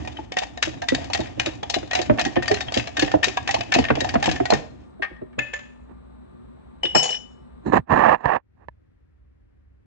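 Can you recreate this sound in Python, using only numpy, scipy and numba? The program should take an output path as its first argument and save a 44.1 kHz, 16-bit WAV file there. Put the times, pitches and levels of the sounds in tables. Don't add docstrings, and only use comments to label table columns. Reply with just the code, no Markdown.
import sys
import numpy as np
from scipy import signal
from scipy.fft import rfft, irfft, next_fast_len
from scipy.io import wavfile
from scipy.ndimage import uniform_filter1d, minimum_filter1d
from numba import njit

SR = 44100
rng = np.random.default_rng(int(sys.argv[2]) if len(sys.argv) > 2 else 0)


def generate_wav(sig):
    pcm = np.round(np.clip(np.atleast_2d(sig).T, -1, 1) * 32767).astype(np.int16)
    wavfile.write(sys.argv[1], SR, pcm)


N = 434815
T = np.arange(N) / SR
M = next_fast_len(N)
HZ = np.fft.rfftfreq(M, 1 / SR)


def undb(db):
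    return 10 ** (np.asarray(db) / 20)


def unit(x):
    return x / np.sqrt(np.mean(x ** 2))


def filtered(x, response):
    return irfft(rfft(x, M) * response, M)[:, :N]


def over_hz(table):
    hz, value = np.transpose(table)
    return np.interp(np.log(HZ + 20), np.log(hz + 20), value)


def noise(gain):
    return unit(filtered(rng.standard_normal((2, M)), gain))


def band(lo_hz, hi_hz):
    return 1 / np.sqrt((1 + (lo_hz / (HZ + 1)) ** 8) * (1 + (HZ / hi_hz) ** 8))


def walk(rate_hz):
    hold = int(SR / rate_hz)
    steps = np.repeat(rng.standard_normal(N // hold + 1), hold)
    return uniform_filter1d(steps, hold)[:N]


def add(out, start_s, wave):
    i = int(start_s * SR)
    out[:, i:i + wave.shape[1]] += wave[:, :N - i]


@njit
def ring(x, hz, gain, t60):
    y = np.zeros(len(x))
    for k in range(len(hz)):
        turn = np.exp((2j * np.pi * hz[k] - np.log(1000) / t60[k]) / SR)
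        state = 0j
        for i in range(len(x)):
            state = state * turn + x[i] + 1e-18
            y[i] += gain[k] * state.imag
    return y


# hz, level_db (density per Hz)
CONTACT_COLOUR = [(240, -34.5), (400, -7.5), (719, 5), (1060, -4.5), (1440, -10), (1820, -0.5),
                  (2120, -6.5), (2550, -4), (3420, -10.5), (4050, -15.5), (6850, -16.5), (9320, -43.5),
                  (16000, -60)]


def strikes(events, modes, swell_s, contact_s, crack_db, tail_t60, scatter_db, detune, focus_db,
            length_s, damping_db, skip_db):
    hz, db, t60 = np.transpose(modes)
    lead = 220
    t = np.arange(-lead, int(length_s * SR)) / SR
    after = np.maximum(t, 0)
    edges = [(400, 1250), (1250, 3700), (3700, 16000)]  # low, middle, high part in Hz
    parts = np.zeros((3, 2, N))
    cracks = [noise(undb(over_hz(CONTACT_COLOUR)) * band(*e)) for e in edges]
    swell = np.exp(np.minimum(t, 0) / swell_s - after / contact_s)
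    chatter = swell + 0.64 * (after / 0.00029) * np.exp(1 - after / 0.00037)
    drag = np.minimum(after / contact_s, 1) * undb(-60 * after / tail_t60)
    grain = undb(skip_db * walk(180))
    for start_s, peak_db, low_db, high_db, ring_hz in events:
        i = int(start_s * SR) - lead
        here = slice(i, i + len(t))
        skips = drag * grain[here]
        burst = undb(crack_db) * (chatter + 0.22 * skips)
        blows = (chatter + 0.11 * skips) * rng.standard_normal((2, len(t)))
        blows += 6.1 * (t == 0)
        pitch_chance, level_chance, damping_chance = rng.standard_normal((3, len(hz)))
        lasts = t60 * undb(damping_db * damping_chance)
        octaves = np.abs(np.log2(hz / ring_hz))
        struck = octaves == octaves.min()
        tuned = np.where(struck, ring_hz, hz * (1 + detune * pitch_chance))
        part_levels, focuses = (low_db, 0, high_db), (0, focus_db, 0.88 * focus_db)
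        for out, (lo, hi), crack, part_db, focus in zip(parts, edges, cracks, part_levels, focuses):
            m = (hz >= lo) & (hz < hi)
            gain = undb(db + scatter_db * level_chance * ~struck - focus * octaves)
            tone = np.array([ring(blow, tuned[m], gain[m], lasts[m]) for blow in blows])
            wave = tone / np.abs(tone).max() + burst * crack[:, here]
            out[:, here] += wave * undb(peak_db + part_db) / np.abs(wave).max()
    return sum(filtered(out, band(lo / 3.0, hi * 1.7)) for out, (lo, hi) in zip(parts, edges))


# start_s, middle part's peak_db,
# low_db and high_db (parts relative to the middle), strongest ring_hz
STIR_CLINKS = [(.0496, -33, 2, -7, 1860), (.0752, -25.5, 0, -5, 3120), (.118, -38, -18.5, -20, 3000),
               (.128, -54, -10, 8, 3820), (.17, -29.5, -32, -30, 3050), (.3208, -24.5, -1, -3.5, 2240),
               (.3691, -14.5, -6, -9, 1874), (.387, -16.5, -16, 0, 2530), (.4194, -34, 10, -17, 2140),
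               (.5751, -29, 2, -2, 1810), (.627, -9, -16, -2, 1808), (.8199, -22.5, -2, -1.5, 1620),
               (.8868, -11.5, -29, 0.5, 1947), (.9483, -13.5, -10, -0.5, 1870),
               (1.1009, -34.5, 10.5, 0, 2940), (1.1342, -16, -21, 3.5, 2580),
               (1.1481, -16.5, -5.5, -6.5, 1900), (1.2047, -26.5, -10, 0, 1920),
               (1.258, -33, -9, -29, 1710), (1.3981, -9.5, -17, -3, 2480), (1.4611, -17, -6.5, 3.5, 2870),
               (1.4895, -31, -1, -25.5, 2150), (1.6312, -23, 1.5, -6, 3360), (1.699, -23, -1, 6.5, 2560),
               (1.7419, -10.5, -10, -3, 2900), (1.9116, -17.5, -6, -8.5, 1876),
               (1.933, -16, -6, -4.5, 1930), (1.952, -14, -5.5, 1.5, 2600), (1.9904, -16.5, -8, -15, 2820),
               (2.016, -22.5, -3.5, 5, 1830), (2.1854, -16.5, -6, -22.5, 1760),
               (2.1944, -12.5, -13, -3.5, 2530), (2.2129, -19, -6.5, 0, 2600),
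               (2.2511, -17, -15, -4.5, 1880), (2.358, -21.5, -18.5, -12, 3040),
               (2.3649, -18.5, 5, -36.5, 1810), (2.4241, -19.5, -16, -13, 1855),
               (2.4583, -23.5, -12, -7, 2440), (2.4804, -13.5, -13, -2, 1830),
               (2.5147, -16.5, 3.5, -5.5, 1920), (2.5426, -21.5, -21, 0.5, 2540),
               (2.5716, -23.5, -7, -14, 1860), (2.607, -16.5, -11, -4, 1820),
               (2.6838, -22, -4.5, -40, 3120), (2.7222, -20.5, -1.5, -4, 1830),
               (2.7417, -18.5, -19.5, 4, 2970), (2.7741, -15, -8.5, 2, 3000),
               (2.7969, -18, -27.5, -12, 2600), (2.8729, -25, -2.5, -2.5, 1720),
               (2.9697, -12.5, -12, -6.5, 1833), (2.995, -15, -9, 2, 2600), (3.0227, -14.5, -4.5, -2, 1890),
               (3.0472, -20, -12.5, -4, 2560), (3.0789, -23.5, 0, -16.5, 1820),
               (3.1165, -18, -10, -6.5, 1480), (3.231, -9.5, -21.5, -8.5, 1820),
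               (3.243, -12, -10, 2.5, 2600), (3.283, -19, -9, -1.5, 2600), (3.3722, -13.5, -4, -5.5, 2530),
               (3.476, -16.5, -14, -5.5, 1760), (3.491, -12.5, -8, -14, 1900), (3.51, -19, -11, 2.5, 2600),
               (3.5432, -16, 0.5, -2, 2920), (3.6084, -16, -8, -10, 2572), (3.7219, -9, -14, -9.5, 1760),
               (3.7399, -10.5, -26, -1, 2560), (3.7504, -17.5, 4.5, -5, 2540),
               (3.7876, -16, 3.5, -4.5, 1870), (3.826, -33.5, -16.5, -14, 2600),
               (3.8412, -12.5, -18, -18.5, 1836), (3.8859, -18, -10.5, -30, 1860),
               (3.9542, -21, -6, -7.5, 2930), (4.0059, -18, -7, 1, 1843), (4.0462, -24, 6.5, -5.5, 1800),
               (4.0912, -17.5, -26, -5.5, 1845), (4.1407, -22.5, 5, -5.5, 1790),
               (4.2268, -12.5, -6.5, -9.5, 1803), (4.2412, -18, -15.5, -1, 1716),
               (4.2583, -16, -0.5, 3, 3130), (4.2907, -19.5, -8.5, -8.5, 1730),
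               (4.3142, -18.5, -5, 0.5, 2600), (4.3314, -30, -15, -6, 1680),
               (4.361, -24.5, -26.5, -21, 1760), (4.4554, -16.5, -6.5, -8, 1510),
               (4.5042, -15, 7.5, 2, 1790), (4.5361, -16, 3, -2, 1827)]
# pitch_hz, level_db, t60_s
FULL_JAR_MODES = [(745, 4, .09), (830, -4, .06), (950, -7, .05), (1200, -9, .05), (1600, -6, .05),
                  (1840, 0, .08), (2200, -6, .05), (2510, -3, .05), (2640, -4, .045), (2940, -3, .05),
                  (3300, -6, .04), (3600, -4, .04), (3820, 0, .035), (4250, 0, .035), (4600, -3, .035),
                  (4900, -3, .035), (5300, -4, .035), (5840, -4, .04), (6320, -5, .04), (6800, -7, .06),
                  (7300, -12, .05)]


def stirring_clinks():
    return strikes(STIR_CLINKS, FULL_JAR_MODES, swell_s=0.0013, contact_s=0.0049, crack_db=-9.5,
                   tail_t60=0.21, scatter_db=4.0, detune=.04, focus_db=22.5, length_s=.16,
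                   damping_db=2., skip_db=5.5)


# time_s, scrape level_db
DRAG_EFFORT = [(0, -41.5), (.4, -56.5), (1.05, -39.5), (1.6, -49.5), (2.15, -42), (3.5, -46), (4.0, -40),
               (4.5, -39.5), (4.65, -49), (4.95, -77)]
FIRST_TURN_S, TURN_S, TURN_DB = .45, .258, 4


def scrape_db():
    swell = TURN_DB * np.cos(2 * np.pi * (T - FIRST_TURN_S) / TURN_S)
    return np.interp(T, *np.transpose(DRAG_EFFORT), right=-120) + swell


RUMBLE_DB, RUMBLE_FOLLOWS = -42.5, 0.66


def stirring_scrape():
    drag_db = scrape_db()
    hz, db, t60 = np.transpose(FULL_JAR_MODES)
    slip_now = rng.random((2, N)) < 400. / SR
    slips = slip_now * undb(6 * rng.exponential(size=(2, N)))
    tilted = undb(db - 1.7 * np.log2(hz / 1800))
    glass = unit(np.array([ring(x, hz, tilted, t60) for x in slips]))
    hiss = noise(undb(over_hz(CONTACT_COLOUR))) * undb(3 * walk(60))
    rumble_colour = [(30, -20.5), (70, 20.5), (115, 18.0), (180, 2.0), (290, 18.0), (450, -4.5),
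                     (720, -14.0), (1000, -40.5)]
    rumble = noise(undb(over_hz(rumble_colour)))
    scrape = undb(-7.0) * glass + undb(-5.5) * hiss
    rumble_db = RUMBLE_DB + RUMBLE_FOLLOWS * (drag_db + 45) + 3 * walk(30)
    return undb(drag_db) * scrape + undb(rumble_db) * rumble


# start_s, main tone's level_db, pitch_hz
DULL_TONES = [(0.187, -31.5, 873), (0.417, -31, 758), (0.827, -31, 752), (0.98, -31, 700),
              (1.012, -36.5, 688), (1.104, -32.5, 789), (1.153, -31, 705), (1.209, -33.5, 880),
              (1.763, -23.5, 713), (2.202, -25.5, 700), (2.499, -25.5, 623), (2.616, -34, 730),
              (3.371, -18.5, 970), (3.562, -25, 904), (4.046, -26.5, 754), (4.508, -19.5, 710)]
DULL_CYCLES = 12


def dull_rings():
    out, t = np.zeros((2, N)), np.arange(int(.08 * SR)) / SR
    for start_s, level_db, hz in DULL_TONES:
        age = 3 * t * hz / DULL_CYCLES
        rough_hz = hz * (1.1 + 0.093 * rng.standard_normal())
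        tone = np.sin(2 * np.pi * hz * t) + 0.53 * np.sin(2 * np.pi * rough_hz * t)
        add(out, start_s, np.outer([1, -1], tone * age * np.exp(1 - age)) * undb(level_db))
    return out


# start_s, thump's peak_db,
# pitch_hz (nominal: the thump falls from 2.1 to 0.9 times it), slap_db (glass base relative to the thump)
JAR_KNOCKS = [(0.187, -31, 317.2, -8), (0.67, -21.5, 314, -15), (.92, -13, 287.4, -13.5),
              (1.191, -19, 325, -12.5), (1.374, -28.5, 311.3, -27.5), (1.465, -20.5, 308.6, -5.5),
              (1.761, -16.5, 346.6, -14), (1.828, -27.5, 332, -3.5), (1.99, -18, 570, -16),
              (2.096, -3, 263.6, -6.5), (2.257, -17.5, 282.6, -15.5), (2.365, -10.5, 272.6, -9.5),
              (2.509, -12, 321.3, -14.5), (2.764, -12.5, 297, -14), (2.978, -24.5, 716, -6.5),
              (3.023, -12, 326.5, -9), (3.138, -8, 698, -8.5), (3.27, -20.5, 331, -11),
              (3.546, -29, 632.6, -14.5), (3.757, -10, 321.3, -10), (3.785, -11.5, 250, -17),
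              (3.902, -11, 497, 5), (3.97, -20, 715, -15), (4.011, -22.5, 590, -18),
              (4.153, -10, 245.5, -0.5), (4.275, -12, 783, -10), (4.4, -13, 298, -7),
              (4.521, -9.5, 477.6, -1.5), (4.994, -32, 318, -25), (5.108, -35.5, 302.5, -25),
              (5.215, -25.5, 274.4, -19.5), (5.38, -24, 299.8, -14), (6.84, -24, 482.3, -16.5),
              (6.952, -11, 671, 6.5)]
# pitch_hz, level_db, t60_s
COUNTER_MODES = [(66, -24.5, 0.22), (118, -19.5, 0.22), (289, -4, 0.094), (570, -0.5, 0.044)]
THUD_HZ, THUD_DB, THUD_T60_S = (88, 419), -11.5, 0.12
SLAP_HZ, SLAP_T60_S = (414, 1900), 0.048


def counter_knocks():
    out, t = np.zeros((2, N)), np.arange(int(.3 * SR)) / SR
    hz, db, t60 = np.transpose(COUNTER_MODES)
    grit, shudder = noise(band(*SLAP_HZ)), noise(band(*THUD_HZ))
    swell = (1 - np.exp(-t / 0.0049)) ** 2
    push = 1. * (t == 0)
    for start_s, peak_db, pitch_hz, slap_db in JAR_KNOCKS:
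        turns = np.cumsum(pitch_hz * (.9 + 1.2 * np.exp(-t / .003))) / SR
        sides = []
        for chance in rng.standard_normal((2, len(hz) + 1)):
            thump = undb(-60 * t / 0.052) * np.sin(2 * np.pi * turns + chance[-1])
            modes = ring(push, hz * (1 + 0.14 * chance[:-1]), undb(db + 2.0 * chance[:-1]), t60)
            sides.append(swell * (thump + modes))
        wave = np.array(sides)
        i = int(start_s * SR)
        slap = grit[:, i:i + len(t)] * np.minimum(t / 0.0026, 1) * undb(-60 * t / SLAP_T60_S)
        thud = shudder[:, i:i + len(t)] * swell * undb(THUD_DB - 60 * t / THUD_T60_S)
        knock = wave / np.abs(wave).max() + thud + undb(slap_db) * slap / np.abs(slap).max()
        add(out, start_s, undb(peak_db) * knock)
    return out


# start_s, middle part's peak_db, low_db, high_db, strongest ring_hz
WALL_CLUNKS = [(5.0235, -12.5, -22, -35, 1790), (5.0315, -16.5, -18, -34, 2250),
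               (5.043, -21.5, -10, -37, 2100), (5.165, -44, -11, -34, 1790), (5.33, -46.5, -8, -59, 1900)]
# pitch_hz, level_db, t60_s
WET_WALL_MODES = [(820, -3, .06), (1220, 3, 0.072), (1455, -12, 0.051), (1640, -6, .06), (1695, 1, 0.055),
                  (1790, 9.5, 0.057), (1860, 7, 0.092), (2100, -2, .05), (2310, -0.5, 0.055),
                  (2700, -17, .05), (3150, -23, .04), (4150, 8, 0.045), (4870, -12, .04)]


def lifted_spoon():
    return strikes(WALL_CLUNKS, WET_WALL_MODES, swell_s=0.0015, contact_s=0.01, crack_db=-22.0,
                   tail_t60=.1, scatter_db=3.5, detune=0.023, focus_db=3.5, length_s=0.27,
                   damping_db=0, skip_db=6.0)


# start_s, middle part's peak_db, high_db, strongest ring_hz
RIM_TAPS = [(5.39, -13.5, -15, 2600), (5.5365, -17, -12.5, 2540)]
# pitch_hz, level_db, t60_s
RIM_MODES = [(583, -3, 0.13), (758, -9, 0.093), (1756, 3, 0.11), (1760, -9, 0.4), (2105, -4, 0.12),
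             (2540, -8.5, 0.25), (2570, -11, 0.41), (2613, 5.5, 0.05), (4600, -37, .35), (6240, -8, 0.065),
             (6780, -11, 0.45), (6780, 11.5, 0.047), (7500, -30, 0.25)]
TAP_LOW_DB = -13.5


def rim_taps():
    taps = [(start_s, db, TAP_LOW_DB, high_db, hz) for start_s, db, high_db, hz in RIM_TAPS]
    return strikes(taps, RIM_MODES, swell_s=0.002, contact_s=0.0049, crack_db=-14.0,
                   tail_t60=0.48, scatter_db=2.0, detune=0.0015, focus_db=0.5, length_s=0.6,
                   damping_db=1, skip_db=2.5)


# start_s, middle part's peak_db, low_db, high_db
DROP_HOPS = [(6.8331, -15.5, -10.5, -15), (6.854, -15, -28, -22), (6.9497, -13.5, 6.5, 5.5),
             (6.9748, -22, -9, 1.5), (6.9942, -15.5, -9, -9.5), (7.029, -20.5, -2, 3.5),
             (7.042, -18, -11, -6), (7.0572, -23.5, 2.5, -8.5), (7.091, -21.5, -9, -9.5),
             (7.105, -28.5, -0.5, 5), (7.128, -22, -18.5, -13.5), (7.145, -24, -17.5, -15.5)]
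# pitch_hz, level_db, t60_s
EMPTY_JAR_MODES = [(508, -3, .08), (784, -2.5, 0.067), (861, -3, 0.069), (1010, -3, 0.032),
                   (2050, -13, .07), (2475, -13, .12), (2941, -1, 0.3), (2981, 4.5, .36), (3580, -12, 0.1),
                   (4150, -17, 0.22), (4650, -14, .08), (5358, -5, 0.28), (5330, -6, 0.1), (5724, -10, .35),
                   (5770, -12.5, 0.12), (6382, -6, 0.07), (6778, -10, 0.2), (7249, -9, .22),
                   (7310, -12, 0.2), (8600, -17, .08), (8936, -22, .2), (9200, -19, 0.06)]
RATTLE_HZ = 2981
REST_S, REST_DB = 7.172, -13


def dropped_spoon():
    hops = [(*hop, RATTLE_HZ) for hop in DROP_HOPS]
    rattle = strikes(hops, EMPTY_JAR_MODES, swell_s=0.0012, contact_s=0.0043, crack_db=-20.5,
                     tail_t60=0.29, scatter_db=4.5, detune=0.001, focus_db=8.0, length_s=.4,
                     damping_db=0, skip_db=4.)
    return rattle * undb(REST_DB * np.clip((T - REST_S) / 0.013, 0, 1))


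# start_s, length_s,
# start_db, end_db (middle part), low_db, high_db (relative to the middle)
CASE_RUBS = [(5.899, 0.028, -53, -55, 4.5, -39), (7.664, .055, -37.5, -44, 11, -22),
             (7.735, 0.04, -15.5, -15.5, -4, -36), (7.897, .03, -29.5, -17, -5, -46.5),
             (7.926, .075, -20.5, -17, -7, -43), (7.999, 0.15, -15, -17.5, -16, -60),
             (8.165, .06, -51, -44.5, -11.5, -37.5), (8.247, 0.12, -24.5, -22.5, -18, -74.5),
             (8.574, 0.072, -66.5, -57, -1.5, -43)]
RUB_RISE_DB_PER_S, RUB_FALL_DB_PER_S = 1100.5, 1202


def rub_db():
    out = np.full((3, N), -120.)
    for start_s, length_s, start_db, end_db, low_db, high_db in CASE_RUBS:
        end_s = start_s + length_s
        db = np.interp(T, [start_s, end_s], [start_db, end_db])
        db -= RUB_RISE_DB_PER_S * np.maximum(start_s - T, 0)
        db -= RUB_FALL_DB_PER_S * np.maximum(T - end_s, 0)
        out = np.maximum(out, db + np.array([[0], [low_db], [high_db]]))
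    return out


# pitch_hz, width_hz, level_db
CASE_MODES = [(250, 180, 14.5), (618, 300, -0.5), (956, 380, 9), (1747, 260, 3), (2600, 380, -15),
              (4020, 320, -23), (7000, 1100, -32)]
# start_s, tick's peak_db, low_db (soft bump relative to the tick)
CASE_TICKS = [(7.662, -29.5, -8), (7.689, -36, 0.5), (7.779, -14, -11.5), (7.79, -30, 12),
              (7.923, -12.5, -4.5), (8.257, -8, -10), (8.685, -26, -19)]


def handling():
    grit = rng.standard_normal((2, N)) * undb(3.2 * walk(250) + 1.6 * walk(40))
    peaks = [undb(db) / np.sqrt(1 + ((HZ - hz) / (width / 2)) ** 4) for hz, width, db in CASE_MODES]
    low = peaks[:1] + [undb(-14.5) * band(50, 220)]
    parts = [unit(filtered(grit, sum(group))) for group in (peaks[1:5], low, peaks[5:])]
    out = sum(part * undb(db) for part, db in zip(parts, rub_db()))
    hz, width, db = np.transpose(CASE_MODES)[:, 1:]
    t = np.arange(int(.1 * SR)) / SR
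    tilted = undb(db + 1.5 * np.log2(hz / 1000))
    tick = ring(np.exp(-t / .0001), hz, tilted, 1.4 / width ** 0.73)
    tick /= np.abs(tick).max()
    bump = np.sin(2 * np.pi * 170 * t * np.exp(-t / 0.089)) * undb(-60 * t / 0.052)
    for start_s, peak_db, low_db in CASE_TICKS:
        add(out, start_s, np.tile(undb(peak_db) * (tick + undb(low_db) * bump), (2, 1)))
    return out


# hz, level_db (density per Hz)
COUNTER_AIR = [(12, -60), (20, -30), (36, -19.5), (60, 5.5), (77, -6), (88, -13.5), (110, -10),
               (234, -11.5), (328, -24.5), (367, -22), (759, -25), (1150, -25), (3160, -46.5),
               (3930, -42.5), (4900, -58.5), (7300, -62), (8000, -46), (9000, -62), (16000, -84)]
# hz, level_db (density per Hz)
HAND_AIR = [(12, -64), (20, -34.5), (32, -16.5), (48, -5), (68, 2), (91, -6), (177, -21.5), (607, -37),
            (759, -40.5), (1810, -39.5), (3340, -55), (7730, -68), (16000, -56.5)]
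ON_COUNTER_DB, IN_HAND_DB = -51, -55
# pitch_hz, mean level_db (rms)
FRIDGE_LINES = [(242, -63.5), (361, -69), (883, -77), (1184, -74.5), (7908, -92)]
# time_s, level_db (added to IN_HAND_DB)
HELD_DIP = [(0, -8), (8.36, -12.5), (8.43, -8.5), (8.56, -1.5)]
LIFT_S = 7.79


def kitchen():
    lifted = np.clip((T - LIFT_S) / 0.0748, 0, 1)
    hum = 0
    for hz, db in FRIDGE_LINES:
        hum = hum + undb(db + 4 * walk(25)) * np.sqrt(2) * np.sin(2 * np.pi * hz * T)
    standing = undb(ON_COUNTER_DB + 0.5 * walk(2.5)) * noise(undb(over_hz(COUNTER_AIR))) + hum
    held_db = IN_HAND_DB + np.interp(T, *np.transpose(HELD_DIP))
    held = undb(held_db) * noise(undb(over_hz(HAND_AIR)))
    return (1 - lifted) * standing + lifted * held


ROOM_T60_S, ROOM_DB = 0.44, -14.5


def room(x):
    t = np.arange(int(.6 * SR)) / SR
    tail = rng.standard_normal((2, len(t))) * undb(-60 * t / ROOM_T60_S) * np.minimum(t / 0.003, 1)
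    tail /= np.sqrt(np.sum(tail ** 2) / 2)
    return undb(ROOM_DB) * signal.fftconvolve(x, tail, axes=1)[:, :N]


def microphones(pair, place):
    balance, like, lag, phase = place
    like = np.clip(over_hz(like), 0, .97)
    a, b = rfft(pair, M)
    left = undb(over_hz(balance) / 2)
    lead = over_hz(phase) - 2 * np.pi * HZ * lag / SR
    mid = np.sqrt(left ** 2 + left ** -2 + 2 * like * np.cos(lead)) / 2
    left_side = a * left * np.exp(1j * lead)
    right_side = (like * a + np.sqrt(1 - like ** 2) * b) / left
    return irfft(np.array([left_side, right_side]) / mid, M)[:, :N]


# (hz, phase_rad by which left leads, before the lag)
JAR_PLACE = ([(60, -1.0), (110, -1.5), (200, -0.5), (380, -2.5), (700, -3.0), (1290, 1.0), (2380, 6.0),
             (4400, 10.5), (8120, 9.5), (15000, -0.5)], [(60, .95), (170, .6), (500, .75), (1400, .4),
             (2800, .85), (6000, .6)], 21, [(0, 0), (60, .8), (130, 2.2), (170, 3.4), (230, 5.9), (320, 6),
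             (430, 4.5), (600, 5.4), (800, 4.8), (2300, 5.1), (3000, 7.4), (5000, 6)])
CASE_PLACE = ([(60, -1.5), (110, -1.0), (200, -3.5), (380, -6.5), (700, -12.0), (1290, -16.0),
              (2380, -18.5), (4400, -9.0), (8120, 2.0), (15000, 0.5)], [(60, .6), (200, .95), (1900, .9),
              (2800, .3)], 21, [(0, 0), (200, -.6), (450, -.5), (600, -1.5), (1200, -2.1), (2000, -1.6),
              (2500, -.5), (4000, 1)])
AIR_PLACE = ([(60, -1.0), (110, -0.5), (200, 4.0), (380, 2.5), (700, 1.5), (1290, 5.5), (2380, 0.0),
             (4400, -4.0), (8120, 2.0), (15000, 0.0)], [(60, .95), (800, .85), (1200, .3), (7000, .3),
             (10000, .95)], 0, [(0, .3), (90, .6), (130, 1.4), (215, 2.6), (400, 3.7), (800, 4),
             (1000, 4.7), (8000, 3.1)])


def scene():
    blows = stirring_clinks() + rim_taps() + dropped_spoon() + lifted_spoon()
    jars = blows + counter_knocks() + stirring_scrape() + dull_rings()
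    near = microphones(jars, JAR_PLACE)
    hand = microphones(handling(), CASE_PLACE)
    air = microphones(kitchen(), AIR_PLACE)
    return near + room(near) + hand + air


LIMIT, LIMIT_S = .96, .006
TOP_HZ = 16000


def record(dry):
    soft = signal.sosfilt(signal.butter(6, [38., 8500.], "bandpass", fs=SR, output="sos"), dry)
    size = int(LIMIT_S * SR)
    gain = minimum_filter1d(LIMIT / np.maximum(np.abs(soft).max(0), LIMIT), size=size)
    limited = soft * uniform_filter1d(gain, size=size)
    return signal.sosfilt(signal.ellip(8, .2, 70, TOP_HZ, fs=SR, output="sos"), limited)


dry = scene()
out = record(dry)
generate_wav(out)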